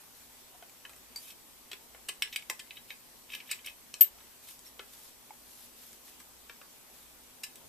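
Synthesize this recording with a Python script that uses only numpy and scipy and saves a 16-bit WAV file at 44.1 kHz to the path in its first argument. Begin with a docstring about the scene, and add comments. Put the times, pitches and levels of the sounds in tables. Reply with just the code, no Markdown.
"""Padded bench in a small quiet room: hands loosen and slide the parts of a slotted metal tube.
Knocks, slips and scrapes ring damped tube and bench modes; loose parts tick on single modes.
A small steel key pings with a beating pair of modes; skin brushes metal and mat as shaped noise.
Microphone hiss, faint hums and low room tone lie beneath; random echoes scatter the metal sounds."""
import sys
import numpy as np
from scipy import signal
from scipy.fft import rfft, irfft
from scipy.io import wavfile
from scipy.ndimage import uniform_filter1d

SR = 44100
rng = np.random.default_rng(int(sys.argv[2]) if len(sys.argv) > 2 else 0)


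def voltage_ratio(level):
    """Linear amplitude factor for a level in decibels (scalar or array-like)."""
    return 10 ** (np.asarray(level, float) / 20)


def master_out(mix):
    """Clip the mix to full scale and print it as 16-bit PCM to the path in sys.argv[1]."""
    frames = np.transpose(np.atleast_2d(mix))
    ceiling = np.clip(frames, -1, 1)
    pcm = np.round(ceiling * 32767).astype(np.int16)
    wavfile.write(sys.argv[1], SR, pcm)


N = 338688  # samples


def evened(x):
    """Scales to rms 1."""
    return x / np.sqrt(np.mean(x ** 2) + 1e-20)


def read(points, hz):
    """Reads a curve on a log-frequency axis."""
    point_hz, value = np.transpose(points)
    return np.interp(np.log(hz + 1), np.log(point_hz + 1), value)


def add(mix, s, sound):
    """Mixes a sound in at time s."""
    part = mix[round(s * SR):][:len(sound)]
    part += sound[:len(part)]


def band(x, lo_hz, hi_hz):
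    """Band-pass."""
    return signal.sosfilt(signal.butter(2, [lo_hz, hi_hz], "bandpass", fs=SR, output="sos"), x)


def hiss(spectrum, same, patchy_db):
    """Two-channel noise of a given colour and left-right likeness, in faint random patches."""
    hz = np.fft.rfftfreq(2048, 1 / SR)
    a, b, c, d, patches = rng.standard_normal((N // 512 + 5, 1025, 5)).T
    patches = uniform_filter1d(patches, size=20, axis=0)
    patches = evened(uniform_filter1d(patches, size=5, axis=1))
    same = np.clip(read(same, hz), -1, 1)[:, None]
    left = a + 1j * b
    right = same * left + np.sqrt(1 - same ** 2) * (c + 1j * d)
    z = np.array([left, right]) * voltage_ratio(read(spectrum, hz)[:, None] + patchy_db * patches)
    return evened(signal.istft(z, nperseg=2048, noverlap=1536)[1][:, :N])


FOOT_DB = -17  # where a stroke's rise starts and its fall ends


def stroke(rows):
    """Gain over time: every stroke rises, holds and falls away."""
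    t, gain = np.arange(N) / SR, np.zeros(N)
    for s, rise_s, hold_s, fall_s, db in rows:
        corners_s = np.cumsum([s - rise_s, rise_s, hold_s, fall_s])
        shape_db = np.interp(t, corners_s, [FOOT_DB, 0, 0, FOOT_DB])
        gain += voltage_ratio(db) * (voltage_ratio(shape_db) - voltage_ratio(FOOT_DB))
    return gain


def ring(modes, phase=0):
    """Impulse response of a set of dying modes, 1/12 s long."""
    hz, db, t60 = np.transpose(modes)[:, :, None]
    t = np.arange(SR // 12) / SR
    return (voltage_ratio(db - 60 * t / t60) * np.sin(2 * np.pi * (hz * t + phase))).sum(0)


def cluster(modes, luck, spread, uneven_db, tilt_db=0):
    """Each mode is a family of three close neighbours; grip and place shift and weigh them anew."""
    hz, db, t60 = np.repeat(modes, 3, axis=0).T
    shift, weight, phase = luck[:, :len(hz)]
    db = db + uneven_db * weight + tilt_db * np.clip(np.log2(hz / 3100) / 1.48, 0, 1)
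    return ring(np.transpose([hz * (1 + spread * shift), db, t60]), phase[:, None])


def echoes(x, decay, first):
    """Sparse random-sign taps from sample `first` on, each band dying at its own speed.
    The work moves about, so three such paths take turns."""
    taps = np.zeros((3, 2, SR // 2))
    at = np.arange(first, SR // 2 - 20, 20)
    at_jittered = at + rng.integers(0, 20, (3, 2, len(at)))
    np.put_along_axis(taps, at_jittered, rng.choice([-1., 1.], (3, 2, len(at))), 2)
    hz, t, z = signal.stft(taps, SR, nperseg=128)
    tail = signal.istft(z * voltage_ratio(-60 * t / read(decay, hz)[:, None]), SR, nperseg=128)[1]
    tail = signal.lfilter([1, -.6], 1, tail)  # small hard things scatter the treble most
    path = np.arange(3)[:, None, None]
    turns = np.sqrt(2 / 3) * np.cos(np.pi * (7 * np.arange(N) / SR + path / 3))
    return signal.oaconvolve(x * turns, tail / np.linalg.norm(tail[0, 0]), axes=2)[..., :N].sum(0)


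# Hiss colour. Each row: frequency in Hz, relative density in dB per Hz.
HISS_COLOUR = [(12, -29), (20, -8.5), (63, -11.5), (86, -13), (196, -14.5), (244, -5), (280, -11.5),
               (390, -10.5), (513, -11), (940, -8), (1380, -12.5), (3330, -11.5), (4150, -12), (7000, -12),
               (14300, -10.5)]
# Hiss across the microphone pair. Each row: frequency in Hz, left-right likeness (0 to 1).
HISS_LIKENESS = [(60, 0.81), (150, 0), (380, 0.49), (950, 0.37), (2370, 0.069), (5960, 0), (14900, 0.0)]
# Wavering hum lines. Each row: centre in Hz, width in Hz, level in dB.
HUMS = [(57.9, 4.1, -77), (245.5, 25, -75.5), (7870, 33, -75.5), (13950, 300, -69.5)]
HISS_DB, RUMBLE_DB = -54, -67.5
SWELL_S, SWELL_DB_PER_S = 7.45, 34  # the low rumble swells from SWELL_S on


def room_tone():
    """Noise sources: microphone hiss and air, narrow wavering hums, low rumble."""
    out = voltage_ratio(HISS_DB) * hiss(HISS_COLOUR, HISS_LIKENESS, patchy_db=1.45)
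    for hz, width_hz, db in HUMS:
        out += voltage_ratio(db) * evened(band(rng.standard_normal(N), hz - width_hz / 2, hz + width_hz / 2))
    swell_db = SWELL_DB_PER_S * np.maximum(np.arange(N) / SR - SWELL_S, 0)
    rumble = evened(band(rng.standard_normal((2, N)), 86, 584))
    return out + voltage_ratio(RUMBLE_DB + swell_db) * rumble


# Wall decay. Each row: frequency in Hz, t60 in s.
WALL_DECAY = [(300, 0.44), (2500, 0.2), (8000, 0.18), (14000, 0.079)]


def wall_echoes(x):
    """Late diffuse return from the walls, after 200 samples."""
    return voltage_ratio(-7.5) * echoes(x, WALL_DECAY, first=200)


# Decay of scatter from hands and bench. Each row: frequency in Hz, t60 in s.
NEAR_DECAY = [(1000, 0.15), (10000, 0.054)]


def near_scatter(x):
    """Early return from hands and bench, after 4 samples."""
    return voltage_ratio(-5) * echoes(x, NEAR_DECAY, first=4)


# Skin over metal and mat. 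Each row: full from in s, rise in s, hold in s, fall in s, level in dB.
BRUSH_STROKES = [(0.005, .005, 0.011, .08, -58.5), (0.15, .02, .11, .02, -58),
                 (0.33, .03, 0.095, .03, -61.5), (1.19, .02, .125, 0.033, -52),
                 (4.43, .03, 0.049, .03, -54), (4.498, 0.035, 0.0089, 0.11, -48.5),
                 (4.662, 0.027, .005, 0.062, -50.5), (4.94, 0.17, 0.14, .1, -54.5),
                 (5.51, 0.16, 0.15, .07, -55), (5.78, 0.048, 0.15, .11, -54.5),
                 (6.066, 0.072, 0.018, .12, -54.5), (6.198, .02, .01, .08, -57),
                 (6.96, 0.13, .03, .14, -57.5)]
# Skin noise colour. Each row: frequency in Hz, relative density in dB per Hz.
SKIN_COLOUR = [(880, -14), (1500, -4), (2720, -3), (3750, 0.5), (8920, -0.5), (13500, 6), (14300, -27)]


def brushing():
    """Soft broad hiss, slightly lumpy as skin sticks and slips."""
    lumps = evened(uniform_filter1d(rng.standard_normal(N), size=300))
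    skin = hiss(SKIN_COLOUR, [(1000, 0.44), (14000, 0.17)], patchy_db=1.5)
    return skin * stroke(BRUSH_STROKES) * voltage_ratio(1.5 * lumps)


# Key landing and bouncing, a brief flare of loudness per contact.
# Each row: time in s, left dB, right dB.
BOUNCES = [(4.0116, -7.3, -14), (4.0178, -10.8, -11)]
# Close pair of key modes. Each row: frequency in Hz, left dB, right dB, t60 in s.
KEY_MODES = [(13364, -4.2, -6.4, .104), (13340, -12, -8.2, .104)]
# Times in s at which the pair cancels: left, right.
BEAT_NULL_S = [4.0497, 4.059]
FLARE_S, KEY_RISE_S = .0019, .004
KEY_LEAD_TURNS = 0.2  # right ahead of left, in turns


def key():
    """Two very high steel modes beat as they die; each side has its own level and phase."""
    t = np.arange(SR // 4) / SR
    start_s = BOUNCES[0][0] - 2 * FLARE_S
    rise = np.minimum(t / KEY_RISE_S, 1) ** 2
    (hz, *main_db, main_t60), (twin_hz, *twin_db, twin_t60) = KEY_MODES
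    main = voltage_ratio(np.c_[main_db] - 60 * t / main_t60) * rise
    for s, *sides_db in BOUNCES:
        main += voltage_ratio(np.c_[sides_db]) * np.exp(-((t + start_s - s) / FLARE_S) ** 2) * (t > 0)
    twin = voltage_ratio(np.c_[twin_db] - 60 * t / twin_t60) * rise
    turns = hz * t + np.c_[[0, KEY_LEAD_TURNS]]
    slip = (twin_hz - hz) * (t + start_s - np.c_[BEAT_NULL_S])
    ping = main * np.sin(2 * np.pi * turns) - twin * np.sin(2 * np.pi * (turns + slip))
    out = np.zeros((2, N))
    out[:, round(start_s * SR):][:, :len(t)] = ping
    return out


# Loose small part, one pitch per tick. Each row: time in s, peak in dB before mixing, Hz, t60 in s.
TICKS = [(0.5457, -54, 730, 0.041), (0.6255, -43, 694, .025), (1.16, -32, 4640, 0.094),
         (4.665, -44.5, 5490, 0.071), (5.307, -36, 860, 0.022)]


def ticks():
    """One mode and the dry click of contact, rising over a few cycles."""
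    out = np.zeros(N)
    for s, peak_db, hz, t60 in TICKS:
        sound = ring([(hz, 0, t60), (2200, -3, .01)])
        sound *= 1 - np.exp(-np.arange(len(sound)) / SR * hz / 4.3)
        add(out, s - .001, voltage_ratio(peak_db) * sound / abs(sound).max())
    return out


# Bench under the mat, most modes nearly dead. Each row: Hz, relative level in dB, t60 in s.
BENCH = [(386, 1, 0.031), (490, 1, 0.0043), (754, -6.5, 0.0061), (1098, -6, 0.11), (1150, -22.5, 0.032),
         (1400, -6.5, 0.069), (2090, 3.5, 0.044)]


def bench_ring(luck):
    """Impulse response of the padded bench."""
    return cluster(BENCH, luck, spread=0.1117, uneven_db=2.5)


# Tube modes, damped by the gripping hand. Each row: Hz, relative level in dB, t60 in s.
TUBE = [(1710, -12, 0.14), (2040, -12, 0.17), (2277, -2, 0.04), (2410, -6.5, 0.038), (2530, 1, 0.047),
        (2703, 5, 0.011), (2970, -1.5, 0.024), (3074, 5.5, 0.023), (3240, 1.5, 0.0076), (3756, 5, 0.02),
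        (3950, 1, 0.032), (4650, 0.5, 0.022), (5490, 7.5, 0.011), (6190, 2.5, 0.0072), (6960, -7.5, 0.038),
        (7360, 4, 0.0052), (8170, 7, 0.023), (8580, -4.5, 0.043), (9660, -15, 0.04), (10370, -4.5, 0.022),
        (12900, -32, 0.016), (12800, 16, 0.0058), (14050, 7.5, 0.033)]


def tube_ring(luck, spread, uneven_db, tilt_db):
    """Impulse response of the gripped tube; tilt_db weighs the modes above 3100 Hz."""
    return cluster(TUBE, luck, spread, uneven_db, tilt_db)


# Threads and edges dragging. Each row: full from in s, rise in s, hold in s, fall in s, level in dB.
SCRAPE_STROKES = [(1.27, 0.13, .05, .03, -55), (2.326, 0.011, 0.021, .02, -48.5),
                  (2.755, .02, 0.017, 0.036, -55), (2.897, 0.023, 0.018, 0.055, -51.5),
                  (3.31, 0.033, 0.042, 0.11, -48.5), (3.465, .015, 0.017, .03, -53),
                  (3.5, 0.027, .04, .1, -53), (3.66, .03, 0.025, 0.069, -50), (4.5, 0.096, .01, .03, -54),
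                  (7.445, .005, .01, .09, -55), (7.562, .01, .01, 0.13, -63)]


def scrapes():
    """Dense uneven slips, 2500 a second, ring the tube while a part drags."""
    size = voltage_ratio(3.5 * np.minimum(rng.exponential(1, N), 4))
    slips = (rng.random(N) < 2500 / SR) * size * rng.choice([-1, 1], N)
    body = tube_ring(rng.standard_normal((3, 3 * len(TUBE))), spread=.015, uneven_db=1, tilt_db=-2)
    drag = evened(slips) * stroke(SCRAPE_STROKES)
    return signal.oaconvolve(drag, body / np.linalg.norm(body))[:N]


SING_DB = -7  # strength of the pitch that the touched spot sings


def strike(s, level_db, sing_hz, thud_db, treble_db, contact_s):
    """A gritty contact rings tube and bench, and the touched spot sings one pitch."""
    grit, luck = rng.standard_normal(2000), rng.standard_normal((3, 3 * len(TUBE)))
    u = np.arange(len(grit)) / SR / contact_s
    push = u ** 1.71 * np.exp(-2.6 * u)
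    blow = grit * abs(grit) ** 0.66 * push  # spiky noise: a cluster of micro-impacts
    z = rfft(blow)
    blow = irfft(z / (abs(z) + 1e-9) ** .8) * push ** .4  # flattened: no pitch of its own

    metal = signal.fftconvolve(blow, tube_ring(luck, 0.025, -1.0, treble_db))
    # the many short modes too dense to tell apart
    crack = band(blow, 1700, 3500) + voltage_ratio(-13.5) * band(blow, 1080, 1610)
    crack += voltage_ratio(treble_db * 0.64) * band(blow, 4040, 5890)
    crack += voltage_ratio(treble_db) * band(blow, 5800, 10300)
    crack += voltage_ratio(treble_db - 10) * band(blow, 8400, 15300)
    metal[:len(blow)] += voltage_ratio(37) * crack

    wood = band(signal.fftconvolve(blow, bench_ring(luck)), 280, 3300)
    wood[:len(blow)] += voltage_ratio(34.5) * band(blow, 460, 2140)  # the dead thump of the mat

    sound = metal / abs(band(metal, 2380, 4260)).max() + voltage_ratio(thud_db) * wood / abs(wood).max()
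    sing = np.cumsum(push) * ring([(sing_hz, 0, .02)])[:len(push)]
    add(sound, 0, voltage_ratio(SING_DB) * sing / abs(sing).max())
    return s - .55 * contact_s, voltage_ratio(level_db) * band(sound, 430, 11100)


# Thread slips. Each row: time in s, level in dB, pitch the spot sings in Hz, treble tilt in dB.
JOLTS = [(1.3035, -46.5, 3260, 3), (2.0881, -26, 2845, -2.5), (2.3286, -33.5, 2610, -11),
         (2.339, -43, 2580, -10), (2.5949, -36, 3450, -9), (2.7709, -36.5, 3880, -19),
         (3.2915, -46, 2910, -20), (3.3206, -38, 2570, -8), (3.3358, -32, 2410, -16),
         (3.402, -38, 2310, -28), (3.494, -42, 2690, -24), (3.5027, -35, 3020, -3.5),
         (3.5137, -26, 2935, -0.5), (3.5296, -34, 2530, -39), (3.5908, -44.5, 2460, -29),
         (3.6465, -41.5, 2230, -5), (3.6722, -32, 2970, -31), (3.681, -35.5, 2610, -8),
         (4.4856, -45.5, 8500, 1), (7.4363, -32, 3900, -3)]
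JOLT_CONTACT_S, JOLT_THUD_DB = 0.0069, -25


def jolts():
    """Longer grinding contacts as a thread slips, hardly reaching the bench."""
    out = np.zeros(N)
    for s, level_db, sing_hz, treble_db in JOLTS:
        add(out, *strike(s, level_db, sing_hz, JOLT_THUD_DB, treble_db, JOLT_CONTACT_S))
    return out


# Sharp knocks on the tube. Each row: time in s, level in dB, pitch the spot sings in Hz,
# bench thud in dB relative to the metal, treble tilt in dB.
KNOCKS = [(0.6252, -45, 1470, -2, -9), (0.6953, -51, 751, -10, 2), (0.8512, -36.5, 1690, -4, -36),
          (0.895, -47.5, 8700, 3, 4), (0.9324, -49, 716, -4, -4), (0.963, -56, 7960, 6, 12),
          (1.1608, -39.5, 4870, -9, 21), (1.174, -47, 7950, -17, 10), (1.715, -32, 3240, -8.5, -5),
          (1.7312, -32, 3370, -4.5, -4), (1.9469, -46.5, 810, 4.5, -20), (2.0915, -37.5, 1170, 0, -5),
          (2.2219, -17.5, 2860, -42, -6.5), (2.2745, -39, 2410, -38, -13), (2.3605, -20, 2315, -39, -4),
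          (2.4234, -41, 2260, -27, -3), (2.4987, -25.5, 2600, -2, -3), (2.6743, -53, 2500, -16, -14),
          (2.7072, -32, 2630, -41, -24), (2.9045, -31.5, 2234, -40, -24), (3.3018, -39.5, 2690, -28, -15),
          (3.3494, -30.5, 2880, -27, -8), (3.662, -38, 2550, -26, 5), (3.9402, -31, 4180, -10.5, 4.5),
          (4.009, -26.5, 3110, -50, 12), (4.0157, -27.5, 2974, -38, -4), (4.045, -38, 3900, -36, 0),
          (4.1856, -51.5, 1340, -7, -16), (4.2039, -51.5, 1030, -2, -21), (4.592, -50, 7880, -14, 11.5),
          (4.794, -33.5, 2355, -0.5, -46), (4.9335, -55.5, 8000, -11, 19), (5.9302, -55, 9300, 1, 10),
          (6.0791, -55, 3610, 5, -3), (6.2018, -50, 1650, 2, 1.5), (6.4962, -41, 1650, 3.5, -17),
          (6.6147, -48, 1730, 7, -24), (7.5565, -46, 10200, -12, 7)]
KNOCK_CONTACT_S = 0.00215


def knocks():
    """Short contacts ring tube and bench together."""
    out = np.zeros(N)
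    for row in KNOCKS:
        add(out, *strike(*row, KNOCK_CONTACT_S))
    return out


def scene():
    """Direct sound of all sources; hands, bench and walls scatter the tube and the small part."""
    metal = scrapes() + jolts() + knocks()
    small = ticks()
    near = near_scatter(metal + small)
    walls = wall_echoes(metal + 0.16 * small)  # cupped hands shield the small part
    return room_tone() + walls + near + brushing() + key() + voltage_ratio(-2) * (metal + small)


def low_pass(x):
    """Removes everything above the highest recorded frequency."""
    return signal.sosfilt(signal.butter(12, 15540, fs=SR, output="sos"), x)


def record(dry):
    """Left 0.45 dB up, right 0.45 dB down; low-pass at 14330 Hz."""
    edge = signal.firwin(301, 14330, window=("kaiser", 5.0), fs=SR)
    sides = dry * voltage_ratio([[.45], [-.45]])
    return low_pass(signal.oaconvolve(sides, edge[None], "same"))


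dry = scene()
out = record(dry)
master_out(out)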